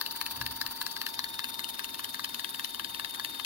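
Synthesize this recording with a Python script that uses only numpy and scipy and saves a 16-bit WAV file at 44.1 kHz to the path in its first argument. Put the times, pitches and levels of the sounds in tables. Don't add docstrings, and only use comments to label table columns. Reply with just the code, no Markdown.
import sys
import numpy as np
from scipy import signal
from scipy.io import wavfile
from scipy.ndimage import uniform_filter1d

SR = 44100
rng = np.random.default_rng(int(sys.argv[2]) if len(sys.argv) > 2 else 0)


def gain_from_decibels(decibels):
    exponent = np.asarray(decibels, float) / 20
    return 10 ** exponent


def dump(signal):
    limited = np.clip(np.atleast_2d(signal).T, -1, 1)
    pcm = np.round(limited * 32767).astype(np.int16)
    wavfile.write(sys.argv[1], SR, pcm)


N = 152145

# time [s], share turned [0-1], lag of the left side [samples].
PHONE_TURN = [
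    (0, 0.03, 3.36),
    (.7, 0.01, 3.1),
    (1.1, 0.26, 7),
    (1.5, 0.47, 9.5),
    (1.9, 0.49, 12.35),
    (3.45, 0.65, 11.9),
]
# level of rollers 1, 2, 3 and 4 [dB].
CLACK_LEVELS = [(-20.5, -25.5, -27.5, -35), (-22.5, -27, -40, -50), (-26, -23, -31.5, -38),
                (-21, -23.5, -36, -44), (-23.5, -21.5, -31.5, -27.5), (-24, -23, -31.5, -31.5),
                (-22.5, -23, -36, -34), (-25, -24.5, -37, -30), (-25.5, -31, -32, -33),
                (-28, -31, -38, -28), (-33, -28, -41, -28), (-28.5, -25.5, -40, -26), (-26, -29, -48, -31),
                (-35, -23.5, -38, -30), (-29.5, -26.5, -51, -47), (-27, -25, -44, -35),
                (-24.5, -24.5, -47, -40), (-28.5, -24.5, -44, -44)]


def evened(x):
    return x / np.sqrt(np.mean(x ** 2) + 1e-20)


def curve(table, column, t):
    columns = np.transpose(table)
    return np.interp(t, columns[0], columns[column])


def turned(t):
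    return np.clip(curve(PHONE_TURN, 1, t), 0, 1)


def slow_drift(size):
    return evened(uniform_filter1d(uniform_filter1d(rng.standard_normal(N), size), size))


def resonate(x, hz, width):
    spin = np.exp(2j * np.pi * hz * np.arange(x.shape[-1]) / SR)
    r = np.exp(-np.pi * width / SR)
    return 2 * (spin * signal.lfilter([1 - r], [1, -r], x / spin)).real


def noise(colour, same, patch_db, size):
    frames, hz = N * 4 // size + 5, np.fft.rfftfreq(size, 1 / SR)
    t = np.arange(frames) * size / 4 / SR
    a, b, c, d, patch = rng.standard_normal((frames, len(hz), 5)).T
    patch = uniform_filter1d(patch, size=3, axis=0)
    patch = evened(uniform_filter1d(patch, size=6, axis=1))
    f, *levels = np.transpose(colour)
    left_facing, left_turned, right_facing, right_turned = [
        np.interp(np.log(hz + 1), np.log(f + 1), db, left=db[0] - 30)[:, None] for db in levels]
    share, same = turned(t), np.clip(same(hz), -1, 1)[:, None]
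    left_db = left_facing + share * (left_turned - left_facing)
    right_db = right_facing + share * (right_turned - right_facing)
    lead = np.exp(2j * np.pi * hz[:, None] * curve(PHONE_TURN, 2, t) / SR)
    left = a + 1j * b
    right = same * lead * left + np.sqrt(1 - same ** 2) * (c + 1j * d)
    z = np.array([left, right]) * gain_from_decibels(np.array([left_db, right_db]) + patch_db * patch)
    return evened(signal.istft(z, nperseg=size, noverlap=size * 3 // 4)[1][:, :N])


def bursts(times, dbs, long_s):
    train, t = np.zeros(N + SR), np.arange(-300, 301) / SR
    train[(times * SR).astype(int)] = gain_from_decibels(dbs)
    return signal.oaconvolve(train, np.exp(-.5 * (t / long_s) ** 2), "same")[:N]


def air():
    # frequency [Hz], level [dB per Hz].
    air_colour = [(15, -42), (25, -7), (50, -16), (80, -9.5), (156, -12), (261, -1.5), (372, -8.5),
                  (406, -8), (538, -13.5), (733, -12.5), (850, -34), (1100, -19), (1870, -120)]
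    # frequency [Hz], left-right likeness [0-1].
    air_likeness = [(60, 0.87), (130, 0.93), (290, 0.86), (500, 0), (900, 0.83)]
    colour = [(hz, db, db, db, db) for hz, db in air_colour]
    return gain_from_decibels(-55.5) * noise(colour, lambda hz: curve(air_likeness, 1, hz), 0.92, size=2048)


def hand():
    # time [s], level [dB].
    grip_level = [
        (0, -78),
        (.33, -62.5),
        (.4, -47.5),
        (.55, -53),
        (.62, -58.5),
        (.72, -62),
        (.8, -67),
        (.9, -80),
    ]
    # frequency [Hz], level [dB].
    body_modes = [(72, -1), (110, 0), (260, -13), (400, -9.5), (520, -6)]
    rub = rng.standard_normal(N)
    body = sum(gain_from_decibels(db) * resonate(rub, hz, width=15.5) for hz, db in body_modes)
    level_db = curve(grip_level, 1, np.arange(N) / SR) + slow_drift(size=600)
    return gain_from_decibels(level_db) * evened(uniform_filter1d(body, size=60))


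def motor():
    # frequency [Hz], left facing, left turned, right facing, right turned [dB].
    hiss_colour = [(790, -0.5, -6.5, 2.5, 5), (1760, 0, 2, -4.5, -9), (2230, -10, 0.5, -8, -9.5),
                   (4400, 3.5, 4.5, 0.5, -17), (6400, -9, -12.5, -34, -2), (7440, -15, -10, -17, -11),
                   (8000, -24, -17, -24, -22), (8600, -14, -5, -14, -13), (9900, -9, -4.5, -9, -8),
                   (15400, -5, -8.5, -9.5, -8.5)]
    sing_hz, sing_width_hz = 12960, 410
    sing = resonate(rng.standard_normal((N, 2)).T, sing_hz, sing_width_hz)
    sing = evened(resonate(sing, sing_hz, sing_width_hz))
    hiss = noise(hiss_colour, lambda hz: 0.38 + 0 * hz, patch_db=4, size=256)
    return gain_from_decibels(-45.5) * hiss + gain_from_decibels(-56.5 + 3.0 * slow_drift(size=300)) * sing


def whine():
    # time [s], left [dB], right [dB], lead of the left side [rad].
    tones = [
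        [(0, -49, -46.5, 1.9), (.95, -49, -46.5, 1.8), (1.3, -48, -49.5, 2), (1.9, -48.5, -53, 2.2),
         (2.3, -49, -55, 2.5), (3.45, -48.5, -54, 2.4)],
        [(0, -53, -50, 2.7), (.4, -51, -48.5, 2.7), (.7, -56, -50.5, 2.7), (.95, -49, -54, 3.8),
         (1.1, -46, -53, 5.2), (1.25, -47, -47, 6.7), (1.4, -42, -50, 6.9), (1.65, -41, -69, 6.3),
         (2, -45, -65, 6.2), (2.3, -43, -56, 6), (2.8, -43.5, -54.5, 6), (3.05, -41, -54, 5.9),
         (3.45, -41, -54, 5.8)],
        [(0, -44, -64, -2), (.95, -44.5, -67, -2), (1.1, -46, -69, -3), (1.25, -52, -59, -3.9),
         (1.4, -64, -60, -2.6), (1.55, -70, -71, -1.7), (1.85, -58, -65, 0), (2.2, -51, -67, 0),
         (2.55, -55, -66, 0), (2.8, -51.5, -70, 0), (3.45, -51, -67, 0)],
    ]
    orders = [1, 4, 5]
    mesh_hz, waver_db, wander_rad = 915.65, 1, 0.38
    t, out = np.arange(N) / SR, np.zeros((2, N))
    for order, tone in zip(orders, tones):
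        angle = 2 * np.pi * order * mesh_hz * t + wander_rad * slow_drift(size=1500)
        for ear in (0, 1):
            db = curve(tone, 1 + ear, t) + waver_db * slow_drift(size=500)
            out[ear] += np.sqrt(2) * gain_from_decibels(db) * np.sin(angle - ear * curve(tone, 3, t))
    return out


def knock_times():
    first_s, roller_s, slip_at_s, slip_s = .0137, .050125, 1.08, .0236
    s = first_s + np.arange(4 * len(CLACK_LEVELS)) * roller_s
    return s - slip_s * (s > slip_at_s)


def scrape():
    # frequency [Hz], left facing, left turned, right facing, right turned [dB].
    scrape_colour = [(900, -2, -12, -7, -7), (2560, -11, -9.5, -14, -24), (4150, -4, -5, -4.5, -12),
                     (8000, -14, -15.5, -15.5, -12.5), (9500, -3, 1, -5.5, -5), (11400, -4, -17, -5.5, 1),
                     (13700, -6.5, -11, -3.5, -2.5), (15700, 8, -18, -16, -26), (15900, -11, -29, -29, -29)]
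    # time from the knock [s], level [dB].
    squeeze = [
        (-.026, -30),
        (-.018, -14.5),
        (-.010, -7),
        (-.002, 3.5),
        (.002, 1.5),
        (.009, -0.5),
        (.014, -5.5),
        (.0165, -48),
        (.026, -37),
    ]
    scatter_db, snap_after_s, snap_db, snap_long_s = 2, 0.01145, 3, 0.0012
    t, power = np.arange(N) / SR, np.zeros(N)
    for s in knock_times():
        near = slice(max(round((s - .03) * SR), 0), round((s + 0.04) * SR))
        db = curve(squeeze, 1, t[near] - s) + scatter_db * rng.standard_normal()
        power[near] += gain_from_decibels(2 * db)
    snaps = knock_times() + snap_after_s
    power += bursts(snaps, snap_db + 1.7 * rng.standard_normal(len(snaps)), snap_long_s) ** 2
    friction = noise(scrape_colour, lambda hz: 0.15 + 0 * hz, patch_db=3, size=128)
    return gain_from_decibels(-42.5) * np.sqrt(power) * friction


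def ring(modes, extra_db, s, db, rise_s):
    scatter_db, detune = 2.5, 0.025
    hz, t60, left_facing, left_turned, right_facing, right_turned = np.transpose(modes)[:, :, None]
    luck, t, share = rng.standard_normal((4, len(modes), 1)), np.arange(1600) / SR, turned(s)
    swell = 1 - np.exp(-(t / rise_s) ** 2)
    shape = gain_from_decibels(-85 * t / t60) * swell * gain_from_decibels(scatter_db * luck[0] + extra_db)
    angle = 2 * np.pi * hz * (1 + detune * luck[1]) * t + 2 * luck[2]
    left_gain = gain_from_decibels(left_facing + share * (left_turned - left_facing))
    right_gain = gain_from_decibels(right_facing + share * (right_turned - right_facing))
    left = (left_gain * shape * np.sin(angle)).sum(0)
    right = (right_gain * shape * np.sin(angle + 0.22 * luck[3])).sum(0)
    return gain_from_decibels(db) * np.array([left, right]) / np.sqrt(2 * np.mean(left[:190] ** 2))


def add(mix, s, sound, lag=1):
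    for ear, lead in enumerate((0, lag * curve(PHONE_TURN, 2, s))):
        i = round(s * SR - lead)
        part = mix[ear, max(i, 0):][:sound.shape[1] + min(i, 0)]
        part += sound[ear, max(-i, 0):][:len(part)]


def rollers():
    # level of rollers 1, 2, 3 and 4 [dB].
    knock_levels = [(-34, -28, -41, -39.0), (-30, -29.5, -42, -42), (-31, -30.5, -48.0, -54),
                    (-41, -32.5, -56, -56), (-33.5, -35, -52.0, -38), (-28, -27.5, -62.0, -34),
                    (-36.0, -35, -43.0, -36), (-30, -26.5, -40, -43), (-34, -25, -34, -39),
                    (-29, -26.5, -39.0, -32), (-32, -25.5, -40, -36.5), (-52, -24, -35.5, -28.5),
                    (-33, -25, -51.0, -29), (-27.0, -25, -43.0, -30), (-26, -26, -36.5, -28.5),
                    (-30.5, -27, -41, -37), (-36.0, -25.5, -42, -39.0), (-27.5, -24, -41.0, -41.0)]
    # level of rollers 1, 2 and 4 [dB].
    thud_levels = [(-27.5, -41, -60), (-28, -35, -43), (-26, -30.5, -65), (-26, -32.5, -63),
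                   (-28.0, -31.5, -33.5), (-30.5, -28.5, -48), (-28.5, -34.5, -49), (-28.5, -34.5, -62),
                   (-33, -44, -48), (-28, -40, -39), (-32, -35, -30.5), (-29, -32.5, -40),
                   (-32.5, -32.5, -38), (-29.5, -34.5, -39), (-29.5, -35.5, -39), (-28.5, -31, -37),
                   (-29.5, -32, -42), (-31.5, -37, -35.0)]
    # frequency [Hz], time to fall by 85 dB [s], left facing, left turned,
    # right facing, right turned [dB].
    low_modes = [(1127, 0.012, 1.5, 6, -1.5, 3.5), (1714, 0.018, 0.5, -2.5, -7, -14.5),
                 (2062, 0.021, -8.5, -5.5, -28, 0)]
    high_modes = [(2711, 0.015, -11, -8, -17.5, -17.5), (3103, 0.016, -18, 5, -25, -31),
                  (3600, 0.014, -14.5, 0.5, -55.5, -25), (4168, 0.012, 2, -2.5, -44, -23),
                  (4700, 0.011, -3, -9.5, -10, -14), (5320, 0.01, -4.5, -16.5, -21.5, -8)]
    # frequency [Hz], left facing, left turned, right facing, right turned [dB].
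    crack_colour = [(1620, -19.5, -13, -34, -29), (4130, -1.5, 0.5, -19.5, -1),
                    (8100, -11.5, -7.5, -24, -14.5), (12100, -3.5, -8, -5, -15), (15400, -6, -13, -19, -15)]
    clack_early = [0, 0, .0035, 0]
    lowest_extra = [0, -6.5, 10, -7.5]
    rise_s, thud_rise_s, thud_early_s = 0.0011, .002, .0019
    rebound_s, rebound_db, touch_s, touch_db = 0.00417, -6, .0036, -39
    out, times = np.zeros((2, N)), knock_times()
    clacks, knocks = np.ravel(CLACK_LEVELS), np.ravel(knock_levels)
    thuds = np.insert(np.array(thud_levels, float), obj=[2], values=-50, axis=1).ravel()
    for k, (s, clack, knock, thud) in enumerate(zip(times, clacks, knocks, thuds)):
        lowest = np.array([[lowest_extra[k % 4]], [0], [0]])
        chance = rng.standard_normal(2)
        hit = s - 1.6 * rise_s
        rebound = hit + rebound_s * (1 + 0.143 * chance[1])
        sounds = [
            (hit - clack_early[k % 4], ring(high_modes[2:], 0, s, clack, rise_s), 1),
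            (hit, ring(high_modes[:2], 0, s, knock, rise_s), 1),
            (s - thud_early_s, ring(low_modes, lowest, s, thud, thud_rise_s), .5),
            (rebound, ring(low_modes[1:2], 0, s, thud + rebound_db, thud_rise_s), .5),
            (hit - touch_s, ring(high_modes[2:5], 0, s, touch_db + 3 * chance[0], rise_s), 1)]
        for at, sound, lag in sounds:
            if at < N / SR:
                add(out, at, sound, lag)
    crack = noise(crack_colour, lambda hz: .92 + 0 * hz, patch_db=3, size=64)
    return out + bursts(times, np.maximum(clacks, knocks) - 4, long_s=0.00071) * crack


def room(x):
    t60 = 0.13
    t = np.arange(8000) / SR
    tail = rng.standard_normal((8000, 2)).T * gain_from_decibels(-60 * t / t60) * (t > .002)
    return gain_from_decibels(-11.5) * signal.oaconvolve(x, tail / np.linalg.norm(tail[0]), axes=1)[:, :N]


def scene():
    knocks = rollers()
    return knocks + room(knocks) + scrape() + whine() + motor() + air() + hand()


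def roll_off(x):
    return signal.sosfilt(signal.butter(12, 16150, fs=SR, output="sos"), x)


def record(dry):
    low_pass = signal.firwin(1023, 15950, window=("kaiser", 9), fs=SR)
    limited = signal.oaconvolve(dry, low_pass[None], "same")
    return roll_off(limited)


dry = scene()
out = record(dry)
dump(out)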